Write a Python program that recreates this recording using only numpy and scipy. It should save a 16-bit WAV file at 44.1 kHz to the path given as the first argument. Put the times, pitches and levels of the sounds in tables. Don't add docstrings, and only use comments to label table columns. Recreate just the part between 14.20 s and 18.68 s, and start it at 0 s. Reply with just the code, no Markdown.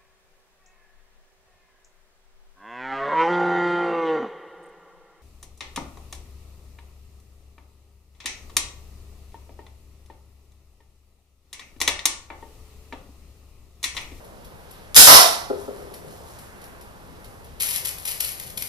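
import sys
import numpy as np
from scipy import signal
from scipy.fft import rfft, irfft, next_fast_len
from scipy.io import wavfile
from scipy.ndimage import uniform_filter1d

SR = 44100
rng = np.random.default_rng(int(sys.argv[2]) if len(sys.argv) > 2 else 0)


def materialize(psi):
    bounded = np.clip(np.atleast_2d(psi).T, -1, 1)
    quanta = np.round(bounded * 32767).astype(np.int16)
    wavfile.write(sys.argv[1], SR, quanta)


N = 197722

# (time [s], level [dB])
RELEASE_TICKS = [(.7456, -5), (.7464, -10), (.7481, -10)]
# (start [s], end [s], start level [dB], end level [dB])
BAND_RUSH = (.751, 0.7767, -24, -10)
# (time [s], level [dB], decay constant [s])
BAND_SLAPS = [(.7627, 11, .006), (.79, 1, .01)]
# (frequency [Hz], gain [dB])
SHOT_TONE = [(60, -38), (200, -21), (600, -7), (1500, -5), (2500, -1), (3500, 0), (5000, -3), (7500, 3),
             (10000, 0), (15000, -3.5)]


def shot():
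    start, end, start_db, end_db = BAND_RUSH
    ticks = bursts(*np.transpose(RELEASE_TICKS), .00003, 0)
    rush = curve([(start, start_db), (end, end_db)]) * gravel(8000, 2.5)
    slaps = bursts(*np.transpose(BAND_SLAPS), 0) * rng.standard_normal(N)
    return colour(ticks + rush + slaps, SHOT_TONE)


# (time [s], crack level [dB], ring level [dB], crack decay constant [s])
CRACK_AND_RETURN = [(.8722, 11, -23, .008), (.92, 5, -27, .015)]
# (frequency [Hz], gain [dB])
CRACK_TONE = [(60, -38), (200, -19), (350, -4.5), (500, -4), (650, 3), (1000, 2), (1500, 2), (2300, -2.5),
              (3500, -3), (5000, -5), (8000, -6), (15000, -12)]
# (frequency [Hz], level [dB], time to fall 60 dB [s])
CAN_MODES = [(677, -5.5, .1), (706, -5.5, .1), (944, -4.5, .1), (1072, -5, .1), (1209, -6, .1),
             (1340, -6, .1)]


def strike():
    s, crack_db, ring_db, decay = np.transpose(CRACK_AND_RETURN)
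    crack = bursts(s, crack_db, decay, -.6) * gravel(6000, 3)
    push = bursts(s, ring_db, .0005, 0)[0]
    return colour(crack, CRACK_TONE) + ring(push, CAN_MODES)


LANDING_S, LANDING_DB, FIRST_HOP_S, HOP_SHRINK, HOP_LOSS_DB = 1.3, -34.5, .178, .65, 9
CONTACT_S, SOFT_CONTACT_SAMPLES, ROCKING_RATE = .0003, 28, 150
# (time after landing [s], added level [dB])
END_CONTACTS = [(0, 0), (.0073, .8), (.027, -5)]
# (time [s], level [dB])
ROCKING_LEVEL = [(1.32, -52), (1.45, -62), (1.85, -62), (2.1, -74)]
# (frequency [Hz], level [dB], time to fall 60 dB [s])
BOARD_MODES = [(237, -16, .04), (388, -1.5, .04), (432, -1, .03), (515, -2, .03), (590, -6, .03),
               (673, -10, .035), (824, -12, .035), (1314, -9, .03), (1475, -13, .03)]
# (frequency [Hz], gain [dB])
BOARD_TONE = [(60, -30), (300, 0), (3000, 0)]


def bounces(count=4):
    hop = np.arange(count)
    s = LANDING_S + FIRST_HOP_S * (1 - HOP_SHRINK ** hop) / (1 - HOP_SHRINK)
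    db = LANDING_DB - HOP_LOSS_DB * hop
    push = 0
    for late, more_db in END_CONTACTS:
        push = push + bursts(s + late, db + more_db, CONTACT_S, 0)[0]
    rocking = uniform_filter1d(gravel(ROCKING_RATE, 1.2), size=SOFT_CONTACT_SAMPLES)
    push = push + curve(ROCKING_LEVEL) * rocking
    return colour(ring(push, BOARD_MODES), BOARD_TONE) * undb([[3], [-3]])


# (start [s], hold [s], level [dB], settling [dB/s])
TRAY_STIRS = [(3.395, .165, -31.5, 350), (3.644, .02, -31, 330), (3.78, .05, -51, 60),
              (3.847, .07, -32.5, 300), (3.997, .035, -34, 150), (4.17, .07, -48, 50),
              (4.368, .03, -45, 30)]
STIR_ATTACK_S, STIR_ATTACK_DB = .006, 30


def stirring():
    t = np.arange(N) / SR
    s, hold, db, settle = np.transpose(TRAY_STIRS)[:, :, None]
    rise_db = STIR_ATTACK_DB * np.minimum((t - s) / STIR_ATTACK_S - 1, 0)
    settle_db = settle * np.maximum(t - s - hold, 0)
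    return (undb(db + rise_db - settle_db) * (t > s)).sum(axis=0)


# (time [s], level [dB], left over right [dB])
CLOSE_TICKS = [(.0448, -52, .5), (.2453, -48, -2), (.5092, -47, 3.5), (1.7389, -42, 3.5), (2.0744, -53, 1),
               (2.1879, -46, 4), (2.4159, -48, -3), (2.4404, -46, -.5), (2.6105, -48, 1), (3.044, -46, -4),
               (3.2445, -50, 0)]
# (time [s], level [dB])
TRAY_CLACKS = [(3.42, -24), (3.467, -28), (3.487, -27), (3.507, -27), (3.535, -29), (3.56, -30),
               (3.648, -27), (3.69, -35), (3.782, -37), (3.851, -33), (3.872, -30), (3.911, -31),
               (4.003, -21), (4.045, -26), (4.088, -32), (4.197, -30), (4.299, -38), (4.373, -27),
               (4.421, -24)]
TICK_S, CLACK_S, CLACK_RISE_S = .014, .004, .003
TRAY_PAN_DB = 2.8
STIR_RATE, STIR_SCATTER_DB = 3500, 2.5
# (time [s], level [dB])
ARM_RUSTLE = [(1.2, -74), (1.4, -60), (1.9, -59), (2.1, -55), (2.3, -63), (2.6, -74)]
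# (frequency [Hz], gain [dB])
STEEL_TONE = [(300, -24), (1000, -2), (1500, -3), (2100, 6.5), (3000, 1), (5000, -3), (7500, 0),
              (10000, -1), (15000, 0)]
# (frequency [Hz], gain [dB])
RUSTLE_TONE = [(300, -24), (1500, -3), (3000, 0), (5000, -2), (7500, 4), (11000, -4), (15000, -2)]


def hands():
    s, db, pan_db = np.transpose(CLOSE_TICKS)
    ticks = bursts(s, db, TICK_S, pan_db)
    clacks = bursts(*np.transpose(TRAY_CLACKS), CLACK_S, TRAY_PAN_DB, rise=CLACK_RISE_S)
    knocks = (ticks + clacks) * gravel(20000, 1.2)
    tray_pan = undb([[TRAY_PAN_DB / 2], [-TRAY_PAN_DB / 2]])
    rattle = stirring() * tray_pan * undb(3 * walk(60)) * gravel(STIR_RATE, STIR_SCATTER_DB)
    rustle = curve(ARM_RUSTLE) * undb(3 * walk(21)) * gravel(5000, 2.5)
    return colour(knocks + rattle, STEEL_TONE) + colour(rustle, RUSTLE_TONE)


# (octave centre [Hz], time to fall 60 dB [s])
PORCH_FADE = [(125, .5), (250, .55), (500, .55), (1000, .55), (2000, .5), (4000, .48), (8000, .45),
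              (16000, .36)]
PORCH_ALIKE = .42
NEAR_S, NEAR_DB = .003, -8


def porch(dry, walls_db):
    t = np.arange(SR) / SR
    hz = np.maximum(np.fft.rfftfreq(SR, 1 / SR), 1)
    log_centres = np.log(np.array(PORCH_FADE)[:, 0])
    noise, walls = rfft(pair(SR, PORCH_ALIKE)), 0
    for k, (_, t60) in enumerate(PORCH_FADE):
        share = np.interp(np.log(hz), log_centres, np.arange(len(PORCH_FADE)) == k)
        walls = walls + irfft(noise * share) * 1000. ** (-t / t60)
    walls = walls * np.clip((t - .002) / .012, 0, 1)
    near = pair(SR, .1) * np.exp(-t / NEAR_S)
    return dry + convolve(dry, strength(walls, walls_db) + strength(near, NEAR_DB))


# (frequency [Hz], gain [dB])
HOUSES_TONE = [(60, 10), (130, 10), (220, 7), (450, 0), (900, -3), (2000, -12), (6000, -26)]
YARD_T60_S, YARD_DB = 3, -28.5


def yard():
    t = np.arange(N) / SR
    out = colour(pair(N, .45), HOUSES_TONE)
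    fade = 1000. ** (-t / YARD_T60_S)
    return strength(out * fade * np.clip(t / .2, 0, 1), YARD_DB)


# (time [s], level [dB])
RUMBLE_LEVEL = [(1.1, -70), (1.45, -52), (1.9, -53), (2.3, -66)]
# (frequency [Hz], gain [dB])
BASS_TONE = [(30, -14), (70, 0), (180, 0), (300, -14), (1000, -50)]


def rumble():
    return curve(RUMBLE_LEVEL) * level(colour(pair(N, .7), BASS_TONE), 0)


# (frequency [Hz], gain [dB])
TOWN_TONE = [(25, -1), (60, 4), (120, -1), (200, -5), (300, -9), (450, -4), (800, -6), (1200, -9.5),
             (2000, -14.5), (3000, -22), (5000, -32), (9000, -33), (15000, -37)]
TOWN_DB, TOWN_ALIKE = -45.5, .55


def town():
    size = next_fast_len(N)
    hz = np.maximum(np.fft.rfftfreq(size, 1 / SR), 1)
    swell, out = walk(1.5), 0
    noise = rfft(colour(pair(N, TOWN_ALIKE), TOWN_TONE), size)
    for step in range(-6, 5):
        share = np.clip(1 - abs(np.log2(hz / 1000) - step), 0, 1)
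        band = irfft(noise * share, size)[:, :N]
        out = out + band * undb(.8 * swell + 1.6 * walk(8))
    return level(out, TOWN_DB)


def undb(db):
    return 10 ** (np.asarray(db, float) / 20)


def level(x, db):
    return x * undb(db) / np.sqrt(np.mean(x ** 2))


def strength(response, db):
    return level(response, db) / np.sqrt(response.shape[1])


def curve(rows):
    s, db = np.transpose(rows)
    return undb(np.interp(np.arange(N) / SR, s, db, -200, -200))


def convolve(x, response):
    return signal.fftconvolve(x, response, axes=-1)[..., :N]


def colour(x, tone):
    hz, db = np.transpose(tone)
    grid = np.maximum(np.fft.rfftfreq(4096, 1 / SR), 1)
    gain_db = np.interp(np.log(grid), np.log(hz), db)
    cep = irfft(np.log(undb(gain_db)))
    cep[1:2048] *= 2
    cep[2049:] = 0
    return convolve(np.atleast_2d(x), irfft(np.exp(rfft(cep)))[None])


def ring(x, modes):
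    t = np.arange(SR // 2) / SR
    response = 0
    for k, (hz, db, t60) in enumerate(modes):
        swing = np.sin(2 * np.pi * hz * t) * 1000. ** (-t / t60)
        response = response + (-1) ** k * undb(db) * swing
    return convolve(x, response)


def pair(size, alike):
    both, left, right = rng.standard_normal((3, size))
    alike = np.clip(alike, 0, 1)
    return np.sqrt(alike) * both + np.sqrt(1 - alike) * np.array([left, right])


def walk(rate):
    k = int(SR / rate)
    held = np.repeat(rng.standard_normal(N // 256), k)[:N]
    return 1.3 * uniform_filter1d(uniform_filter1d(held, k), k)


def gravel(rate, scatter_db):
    size = rng.standard_normal(N) * undb(scatter_db * rng.exponential(size=N))
    return level(size * (rng.random(N) < rate / SR), 0)


def bursts(s, db, decay, pan_db, rise=0):
    out, t = np.zeros((2, N + SR)), np.arange(SR // 4) / SR
    for start, gain, tau, pan in np.broadcast(s, undb(db), decay, pan_db):
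        shape = np.exp(-t / tau)
        if rise:
            shape = shape * np.clip(t / rise, 0, 1)
        first = int(start * SR)
        ports = undb([[pan / 2], [-pan / 2]])
        out[:, first:first + len(t)] += gain * shape / shape.max() * ports
    return out[:, :N]


def scene():
    bands, ball = shot(), strike()
    far = convolve((bands + ball).mean(axis=0)[None], yard())
    shooter = porch(bands, walls_db=2)
    can = porch(ball, walls_db=3.4)
    box = porch(bounces(), walls_db=-7)
    tray = porch(hands(), walls_db=-3)
    return shooter + can + box + tray + far + town() + rumble()


# (frequency [Hz], gain [dB])
LEFT_COLOUR = [(30, 5), (150, 3), (500, 1), (1000, -3), (2500, -1), (7000, 1), (9500, 6), (10500, 11),
               (11300, 15), (12200, 10), (13500, 5), (15000, 3)]
# (frequency [Hz], gain [dB])
RIGHT_COLOUR = [(30, -2), (150, 0), (500, 0), (1000, 2), (2300, 0), (3500, 5), (4500, 8), (5300, 10),
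                (6200, 5), (7500, 2), (10000, -2), (15000, -5)]
LEFT_LAG_SAMPLES, HISS_DB = 10, -58.5
OVERLOAD, TOP_HZ = .84, 14550


def record(dry):
    left = colour(np.pad(dry[0], (LEFT_LAG_SAMPLES, 0))[:N], LEFT_COLOUR)
    right = colour(dry[1], RIGHT_COLOUR)
    out = np.vstack([left, right]) + undb(HISS_DB) * rng.standard_normal((2, N))
    out = OVERLOAD * np.clip(out / OVERLOAD, -1, 1)
    top_cut = signal.ellip(12, .2, 80, TOP_HZ, fs=SR, output="sos")
    return signal.sosfilt(top_cut, out)


dry = scene()
out = record(dry)
materialize(out)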